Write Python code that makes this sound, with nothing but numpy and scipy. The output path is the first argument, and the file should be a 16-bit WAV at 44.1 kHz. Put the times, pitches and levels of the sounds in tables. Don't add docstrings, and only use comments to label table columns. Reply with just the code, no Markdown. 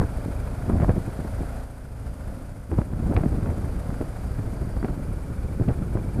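import sys
import numpy as np
from scipy import signal
from scipy.fft import rfft, irfft
from scipy.io import wavfile
from scipy.ndimage import uniform_filter1d

SR = 44100
rng = np.random.default_rng(int(sys.argv[2]) if len(sys.argv) > 2 else 0)


def store_pcm(level_fs):
    pcm = np.round(np.clip(level_fs, -1, 1) * 32767).astype(np.int16)
    wavfile.write(sys.argv[1], SR, np.atleast_2d(pcm).T)


def convert_level_to_amplitude(level_db):
    exponent = np.asarray(level_db, float) / 20
    return 10 ** exponent


N = 273420
T = np.arange(N) / SR

# time in seconds, turns counted so far.
CRANK_TURNS = [(0, .35), (.5, 13.6), (1, 27.2), (1.5, 41.1), (2, 55.05), (2.5, 69.1), (3, 83.0),
               (3.5, 96.8), (4, 110.4), (4.5, 123.9), (4.75, 130.4), (5, 136.3), (5.25, 141.3),
               (5.5, 146.25), (6, 156.2), (6.2, 160.1)]
# time in seconds, load in dB.
ENGINE_LOAD = [(0, 1), (.53, 1), (1.6, 1), (1.67, -2.5), (1.9, -4.5), (2.05, -2.5), (2.07, -0.5),
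               (2.11, -3.5), (2.3, -1), (2.66, -5), (2.78, -0.3), (2.9, -3.5), (3.06, 0), (3.8, 0.35),
               (5.33, -1.5), (6.2, -1)]
# multiple of crank speed, level in dB.
EXHAUST_ORDERS = [(.5, -18), (1, -4), (1.5, -14), (2, -1), (2.5, -13), (3, -6), (3.5, -17), (4, -8),
                  (5, -10), (6, -19), (7, -13), (8, -20), (9, -15), (10, -14)]
# frequency in Hz, level in dB per Hz.
CASING_COLOUR = [(200, -10), (280, -13), (340, -7.5), (700, -5.5), (1150, -11.5), (1460, -9.5),
                 (1800, -17.5), (2350, -21.5), (2800, -30), (3700, -31), (5000, -29)]
# frequency in Hz, level in dB per Hz.
VALVE_COLOUR = [(2000, 0.5), (3400, -4.5), (4100, -7), (4900, -2.5), (6000, -5), (7700, -4), (9400, 0),
                (11000, -3.5), (13300, -6.5), (14600, -18)]
# frequency in Hz, level in dB per Hz.
FIZZ_COLOUR = [(5500, -9), (7600, -3), (8700, 1.5), (9400, 4.5), (10300, 0.5), (12500, -6), (14500, -35)]
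# time in seconds, pitch in Hz, level in dB.
GEAR_WHINE = [
    (3.0, 4720, -80),
    (3.3, 4700, -65),
    (4.35, 4760, -63),
    (4.5, 4740, -66),
    (4.6, 4700, -59.5),
    (4.78, 4680, -59),
    (4.835, 4630, -53),
    (4.87, 4450, -59),
    (4.92, 4380, -59),
    (4.97, 4350, -80),
]
# time in seconds, pitch in Hz, level in dB.
TAPPET_RING = [(0, 2330, -53), (.7, 2400, -54), (1.5, 2350, -70), (4.95, 2350, -62), (5.15, 2320, -55),
               (5.3, 2320, -52), (5.6, 2330, -53), (6.2, 2350, -53)]
# time in seconds, pitch in Hz, level in dB.
ROCKER_RING = [(0, 1450, -58), (1.8, 1480, -55), (2.5, 1450, -55), (3, 1450, -60), (5.0, 1450, -58),
               (5.3, 1420, -52), (6.2, 1420, -52)]
# time in seconds, depth in dB, width in ms, crack in dB.
HARD_TUGS = [(.0013, -19, 0.69, -26.5), (.0378, -16.5, 4, -29.5), (.0149, -19, 0.63, -28),
             (.0161, -19, 0.73, -32), (.027, -21, 2.2, -32), (.6984, -8, 1.54, -24.5),
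             (.8014, -19, 0.78, -39), (.8254, -10.5, 2.6, -24.5), (.8329, -5, 3.2, -35),
             (.7077, -13.5, 2, -34), (.9053, -24, 3, -40), (2.728, -14, 2, -40), (4.8519, -15, 1.4, -44),
             (3.1363, -15, 0.94, -38), (.8459, -19, 0.49, -27), (.8942, -2.5, 2.7, -18.5),
             (.9686, -10, 2.2, -35), (1.2497, -16.5, 1.7, -58), (1.4336, -18, 1, -46),
             (2.7167, -13.5, 2, -38), (2.7881, -5.5, 2.44, -34.5), (2.8172, -18.5, 1.6, -31),
             (3.1262, -15, 1.03, -40), (3.1659, -10, 2.8, -36), (3.1755, -11, 1.8, -34),
             (3.2372, -8, 1.47, -31.5), (3.2357, -12, 1.5, -34), (3.461, -16, 1.5, -30),
             (3.4908, -13.5, 3., -38), (3.503, -21, 1.1, -33), (3.8926, -12.5, 3.9, -45),
             (4.013, -13.5, 1.5, -35), (4.3939, -11, 2.5, -48), (4.8293, -21.5, 1.1, -28),
             (4.847, -11.5, 1.5, -30.5), (4.8847, -17, 2.2, -30), (5.6872, -3.5, 3.6, -35),
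             (5.712, -11, 2.7, -41), (5.7005, -18, 2.4, -51), (5.6825, -9, 4.2, -44),
             (3.173, -18, 1.6, -30), (5.9546, -10, 1.27, -46), (5.9736, -14.5, 1.9, -31)]
# time in seconds, depth in dB.
SOFT_TUGS = [(0.283, -20), (0.5248, -27), (0.6825, -12.5), (0.757, -13), (0.7333, -14.5), (0.719, -11.5),
             (0.7458, -18), (0.768, -16), (0.807, -7), (0.938, -15), (1.0788, -14.5), (1.2024, -16.5),
             (1.4077, -13.5), (1.56, -23.5), (1.63, -33), (2.7308, -9), (2.991, -19), (3.1, -9),
             (3.2624, -17), (3.3866, -16), (3.431, -18), (3.58, -15.5), (3.707, -22), (3.927, -17.5),
             (4.534, -20), (4.6216, -19), (4.768, -17), (4.892, -15.5), (4.895, -16), (4.978, -14.5),
             (5.302, -17.5), (5.6201, -11), (5.6145, -15), (5.6123, -7), (5.819, -14.5), (6.1631, -13.5),
             (6.1861, -10), (6.172, -17), (5.966, -15), (5.984, -19)]
# time in seconds, height in dB, width in ms.
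PUSHES_IN = [(.0045, -18, 3.), (.013, -19, 3.1), (0.0315, -14, 1), (0.05, -15, 4.), (.186, -18, 1.8),
             (0.2611, -15.5, 1.7), (0.687, -18, 3.), (.829, -16.5, 2.6), (.8382, -11, 3.2),
             (0.9077, -10, 3.3), (0.9814, -9.5, 1.8), (4.674, -16, 2.5), (5.092, -22, 2.1),
             (5.256, -18, 4.1), (1.0735, -22, 3.8), (1.0826, -19, 2.3), (1.192, -15, 1.35),
             (1.416, -18, 3.6), (2.722, -14, 3.5), (2.735, -19, 3.4), (2.7913, -8.5, 2), (2.9365, -14, 2.3),
             (2.994, -16.5, 4.7), (3.0253, -15.5, 2.2), (3.05, -17, 2.5), (3.069, -15, 2.5),
             (3.079, -15, 2.), (3.141, -20, 3.5), (3.159, -19, 2.3), (3.18, -21, 4.), (3.2144, -12, 3.2),
             (3.8937, -16, 3.2), (4.0071, -17, 1.3), (3.244, -18, 2.4), (3.26, -13, 1.06), (3.264, -7, 2),
             (3.35, -18, 2.5), (3.381, -15, 1.4), (3.431, -14, 1.7), (3.4425, -20, 2.5), (3.4942, -16, 3.7),
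             (3.5749, -16.5, 3.1), (4.83, -21, 0.86), (4.8453, -19, 1.2), (4.89, -27, 3.3),
             (5.5993, -11.5, 1.4), (5.6062, -10.5, 2.8), (5.616, -13.5, 2.7), (5.693, -20, 4.),
             (5.7065, -19, 2.9), (5.7166, -9, 3.6), (5.827, -18, 2.7), (5.9589, -15, 2.8),
             (6.1918, -14, 1.3), (6.1956, -12, 1.7)]
# time in seconds, level in dB, length in ms.
STRAP_FLICKS = [(.014, -36, 6.), (.6972, -31, 2.5), (.73, -37, 4.), (.785, -37, 4.), (.8005, -31, 1.9),
                (.826, -35, 3.), (.832, -36, 3.), (.8375, -36, 2.5), (.8452, -32, 2.), (.9005, -34, 4.),
                (.905, -35, 3.), (1.0615, -39, 3.), (1.2005, -41, 3.), (1.2465, -38, 3.),
                (2.7155, -35, 2.5), (2.741, -36, 3.), (2.7875, -32, 3.), (2.8165, -36, 2.),
                (2.935, -39, 2.5), (2.9922, -40, 3.), (3.1235, -35, 3.), (3.185, -37, 3.),
                (3.1965, -33, 3.5), (3.21, -38, 2.8), (3.2355, -34, 4.), (3.2583, -32, 2.),
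                (3.4282, -38, 4.), (3.4601, -33, 2.5), (3.473, -37, 4.), (3.5015, -37, 3.),
                (3.6447, -41, 3.), (3.9036, -35, 2.5), (3.942, -39, 3.), (4.392, -38, 3.), (4.767, -39, 3.),
                (4.8272, -35, 3.), (4.833, -38, 3.), (4.852, -37, 2.5), (4.8809, -37, 2.5),
                (4.8845, -37, 2.5), (5.598, -37, 4.), (5.691, -37, 3.), (5.697, -37, 3.), (5.7115, -35, 4.),
                (5.784, -43, 3.), (5.825, -39, 3.2), (5.949, -41, 3.), (5.9714, -35, 3.)]
# time in seconds, level in dB, length in ms, share reaching the top of the shell (0-1).
BUCKLE_STRIKES = [(3.165, -20, 3., .65), (3.1732, -27, 3.5, .2), (4.8458, -33, 2.6, .6),
                  (5.6856, -33, 2.6, .7), (3.1636, -30, 1.8, .5), (3.1662, -28, 1.8, .6),
                  (.8107, -35, 1.8, .6), (.8192, -28, 3., .15), (.8945, -29, 3., .15),
                  (4.0122, -36, 2.2, .5), (5.6875, -35, 2.5, .4)]
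# frequency in Hz, level in dB per Hz.
CRACK_COLOUR = [(300, -13), (550, 4.5), (1000, 3), (1700, -3.5), (2400, -13.5), (3200, -35), (5000, -51),
                (7000, -60)]
# frequency in Hz, level in dB per Hz.
SHELL_COLOUR = [(500, -40), (1300, 5), (2500, 6), (3300, -12), (4600, -10), (5500, -26), (6500, -48)]
# frequency in Hz, level in dB per Hz.
DULL_SHELL_COLOUR = [(300, -30), (700, 9.5), (1500, 9), (2400, -7.5), (3200, -18), (4800, -40)]
# time in seconds, buffeting in dB.
AIRSTREAM = [(0, -19), (.03, -20.5), (.08, -31), (.64, -27), (.78, -18.5), (1., -28), (1.13, -37),
             (1.4, -31.5), (1.55, -48), (1.74, -40), (2.3, -32), (2.68, -35.5), (2.74, -28), (3.06, -22),
             (3.6, -23.5), (4.13, -29.5), (4.5, -26.5), (4.75, -28), (5.05, -26), (5.4, -28.5),
             (5.6, -24.5), (6.2, -25)]
# frequency in Hz, level in dB per Hz.
BUFFET_COLOUR = [(8, -15), (22, -3.5), (60, 2), (120, -3.5), (200, -9.5), (350, -18.5), (700, -63)]
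# frequency in Hz, level in dB per Hz.
EDGE_COLOUR = [(60, -54), (160, -1), (300, 2), (600, -4), (1200, -17.5), (2500, -57), (5000, -56)]
# frequency in Hz, level in dB per Hz.
BITE_COLOUR = [(50, -27), (100, 7.5), (150, -6), (250, -2), (450, -13)]


def engine():
    speed = uniform_filter1d(np.gradient(follow(CRANK_TURNS)[0]), size=9000)
    turns = CRANK_TURNS[0][1] + np.cumsum(speed)
    speed_hz = speed * SR
    load_db = follow(ENGINE_LOAD)[0]
    rolling_hz, clatter_per_db = 28.65, 1.53
    hiss_db = -57 + load_db
    clatter_db = clatter_per_db * load_db
    beat_db = -32 + 1.43 * load_db + 0.7 * np.minimum(speed_hz - rolling_hz, 0)

    wobble = turns + .008 * drift(5.)
    beat = exhaust_beat(speed_hz, wobble)
    fizz = .95 * coloured(FIZZ_COLOUR, noise()) * firings(turns, .22, .03, .4)
    clatter_swell = 1 + .6 * firings(turns, .25, .08, .35)
    hiss = coloured(VALVE_COLOUR, noise()) * convert_level_to_amplitude(.5 * drift(40.)) + fizz
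    clatter = coloured(CASING_COLOUR, noise()) * clatter_swell * convert_level_to_amplitude(0.18 * drift(33.0))

    rings = ring(GEAR_WHINE, firings(turns, .27, -.62, .85), 35, .005)
    rings += ring(TAPPET_RING, firings(turns, .17, -.02, .9), 30, .06)
    rings += ring(ROCKER_RING, firings(turns, .17, .08, .7), 70, .03)
    rings += pipe_ring(speed_hz, wobble, -56 + clatter_db)
    return (convert_level_to_amplitude(beat_db) * evened(beat) + convert_level_to_amplitude(hiss_db) * evened(hiss)
            + convert_level_to_amplitude(-46 + clatter_db) * evened(clatter) + rings)


def exhaust_beat(speed_hz, turns):
    boom_hz, boom_width_hz, boom_db = 102, 7, 8
    beat = np.zeros(N)
    for order, level_db in EXHAUST_ORDERS:
        boom = boom_db * np.exp(-((order * speed_hz - boom_hz) / boom_width_hz) ** 2)
        level = convert_level_to_amplitude(level_db + boom + 1.5 * drift(4.))
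        beat += level * np.cos(2 * np.pi * (order * turns + rng.random()))
    return beat


def pipe_ring(speed_hz, turns, level_db):
    pipe_hz, pipe_width_hz = 554, 235
    out = np.zeros(N)
    for order in range(14, 30):
        near_pipe = np.exp(-((order * speed_hz - pipe_hz) / pipe_width_hz) ** 2)
        level = near_pipe * convert_level_to_amplitude(level_db + 3.6 * drift(5.0))
        out += level * np.cos(2 * np.pi * (order * turns + rng.random()))
    return out


def firings(turns, width, early, far):
    shifted = turns + early
    count = np.round(shifted).astype(int)
    strength = np.where(count % 2, 1, far) * convert_level_to_amplitude(1.25 * rng.standard_normal(200)[count])
    return strength * np.exp(-((shifted - count) / width) ** 2)


def ring(rows, gate, wander_hz, climb):
    hz, level_db = follow(rows)
    slope = np.gradient(gate) / (gate + .02)
    pitch = hz * (1 - climb * np.tanh(evened(slope))) + wander_hz * (drift(150.) + drift(15.))
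    level = convert_level_to_amplitude(level_db - 2 + 2 * drift(200.) + drift(12.))
    return level * gate * np.sin(2 * np.pi * np.cumsum(pitch) / SR)


def slaps():
    out, bursts = np.zeros(N + 4096), rng.standard_normal((200, 1024))
    tugs = eddies()
    for (s, depth_db, width_ms, crack_db), row in zip(tugs, bursts):
        add_tug(out, s, depth_db, width_ms, crack_db, row)
    out = vented(out)
    for s, height_db, width_ms in PUSHES_IN:
        add_at(out, s, -convert_level_to_amplitude(height_db) * dip(width_ms))
    out = vented(out, hz=25.)[512:]
    for (s, level_db, length_ms), row in zip(STRAP_FLICKS, bursts[::-1]):
        add_at(out, s, convert_level_to_amplitude(level_db) * puff(DULL_SHELL_COLOUR, length_ms, row, 18))
    for (s, level_db, length_ms, bright), row in zip(BUCKLE_STRIKES, bursts[len(tugs):]):
        hard = puff(SHELL_COLOUR, length_ms, row, 14.)
        soft = puff(DULL_SHELL_COLOUR, length_ms, row, 14.)
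        add_at(out, s, convert_level_to_amplitude(level_db) * (bright * hard + (1 - bright) * soft))
    out[:500] -= .24 * np.cos(2 * np.pi * 105 * T[:500]) * np.hanning(1000)[500:] ** .4
    return out[:N]


def add_tug(out, s, depth_db, width_ms, crack_db, row):
    row = evened(row - 3 * (np.arange(1024) == 512))
    shell = np.clip((crack_db - depth_db + 8.5) / 18, 0, 1)
    crack = (1 - shell) * coloured(CRACK_COLOUR, row) + shell * coloured(SHELL_COLOUR, row)
    crack = crack * dip(4.2)
    thud_hz, thud_t60_s, t = 615 * convert_level_to_amplitude(row[0]), 0.029, T[:1024]
    thud = np.sin(2 * np.pi * thud_hz * t) * convert_level_to_amplitude(-60 * t / thud_t60_s)
    start = round(s * SR) + 512
    out[start:start + 1024] += convert_level_to_amplitude((depth_db + crack_db) / 2 - 4) * thud
    add_at(out, s, convert_level_to_amplitude(depth_db + 1.5) * dip(width_ms) + convert_level_to_amplitude(crack_db - 6.5) * crack)
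    add_at(out, s + .0093, convert_level_to_amplitude(depth_db - 15) * dip(1.3 * width_ms))


def eddies():
    return HARD_TUGS + [(s, db, 2.24, db - 35) for s, db in SOFT_TUGS]


def dip(width_ms):
    ms = (np.arange(1024) - 512) / SR * 1000
    return -np.exp(-(ms / (0.54 * max(width_ms, .3))) ** 2)


def vented(x, hz=152.0):
    return signal.lfilter([1, -1], [1, -np.exp(-2 * np.pi * hz / SR)], x)


def puff(colour, ms, row, knock):
    u = np.arange(len(row)) / SR / (max(ms, .5) / 1000)
    blow = -knock * (np.arange(len(row)) == np.argmin(abs(3 * u - 1)))
    return coloured(colour, row + blow) * (3 * u) ** 2 * np.exp(1 - 6 * u)


def wind():
    buffet_db, edge_db = gusts()
    lumps = drift(36.0)
    low = coloured(BUFFET_COLOUR, noise()) * convert_level_to_amplitude(2.3 * lumps)
    edge = coloured(EDGE_COLOUR, noise()) * convert_level_to_amplitude(3.7 * lumps + 2.34 * drift(117.0))
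    chance, size = rng.random((3, N)), convert_level_to_amplitude(2.8 * np.minimum(rng.exponential(1, N), 3))
    tugs = np.zeros(N)
    for c, width_ms in zip(chance, (.9, 1.5, 2.4)):
        tugs += signal.oaconvolve(size * (c < 30 / SR), dip(width_ms), "same")
    crackle = coloured(CRACK_COLOUR, noise()) * convert_level_to_amplitude(3.5 * drift(120.))
    crackle_db = 1.13 * (edge_db + 32.5) - 52.5
    ragged = convert_level_to_amplitude(edge_db - 2.5) * evened(edge) + convert_level_to_amplitude(edge_db - 3.0) * evened(vented(tugs))
    ragged += convert_level_to_amplitude(crackle_db) * evened(crackle)
    swell = np.sqrt(np.maximum(convert_level_to_amplitude(2 * buffet_db) - convert_level_to_amplitude(2 * follow(AIRSTREAM)[0]), 0))
    ragged += convert_level_to_amplitude(-3) * swell * coloured(BITE_COLOUR, noise())
    rising = np.minimum(T / .015, 1)
    return rising * (convert_level_to_amplitude(buffet_db - 3.0) * evened(low) + ragged)


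def gusts():
    swell_s, swell_late_s, fray_rise_s, fray_fall_s = .022, .002, .0055, .014
    stream_db = follow(AIRSTREAM)[0]
    low = convert_level_to_amplitude(2 * stream_db)
    edge = convert_level_to_amplitude(2 * (-43 + 1.67 * (stream_db + 25.5)))
    for s, depth_db, _, crack_db in eddies():
        near = slice(max(round((s - .1) * SR), 0), round((s + .1) * SR))
        since = T[near] - s
        fray_db = depth_db - 21 + 0.25 * (crack_db - depth_db + 21)
        low[near] += convert_level_to_amplitude(2 * (depth_db - 23)) * np.exp(-((since - swell_late_s) / swell_s) ** 2)
        fray_s = np.where(since < 0, fray_rise_s, fray_fall_s)
        edge[near] += convert_level_to_amplitude(2 * fray_db) * np.exp(-(since / fray_s) ** 2)
    return 10 * np.log10(low), 10 * np.log10(edge)


def noise():
    return rng.standard_normal(N)


def evened(x):
    return x / np.sqrt(np.mean(x ** 2) + 1e-20)


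def follow(rows):
    s, *columns = np.transpose(rows)
    return [np.interp(T, s, c) for c in columns]


def coloured(points, x):
    hz, level_db = np.transpose(points)
    f = np.fft.rfftfreq(len(x), 1 / SR)
    gain = convert_level_to_amplitude(np.interp(np.log(f + 1), np.log(hz), level_db, -90, -90))
    return evened(irfft(rfft(x) * gain, len(x)))


def drift(hz):
    pole = np.exp(-2 * np.pi * hz / SR)
    slow = signal.lfilter([1], np.convolve([1, -pole], [1, -pole]), rng.standard_normal(N + SR))
    return evened(slow[SR:])


def add_at(out, s, sound):
    start = round(s * SR)
    out[start:start + 1024] += sound


def scene():
    return (engine() + wind() + slaps())[None]


def low_pass(x):
    return signal.sosfilt(signal.butter(12, 14670, fs=SR, output="sos"), x)


def record(dry):
    ceiling = 1.1
    mix = ceiling * np.tanh(dry / ceiling)
    return low_pass(mix)


dry = scene()
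out = record(dry)
store_pcm(out)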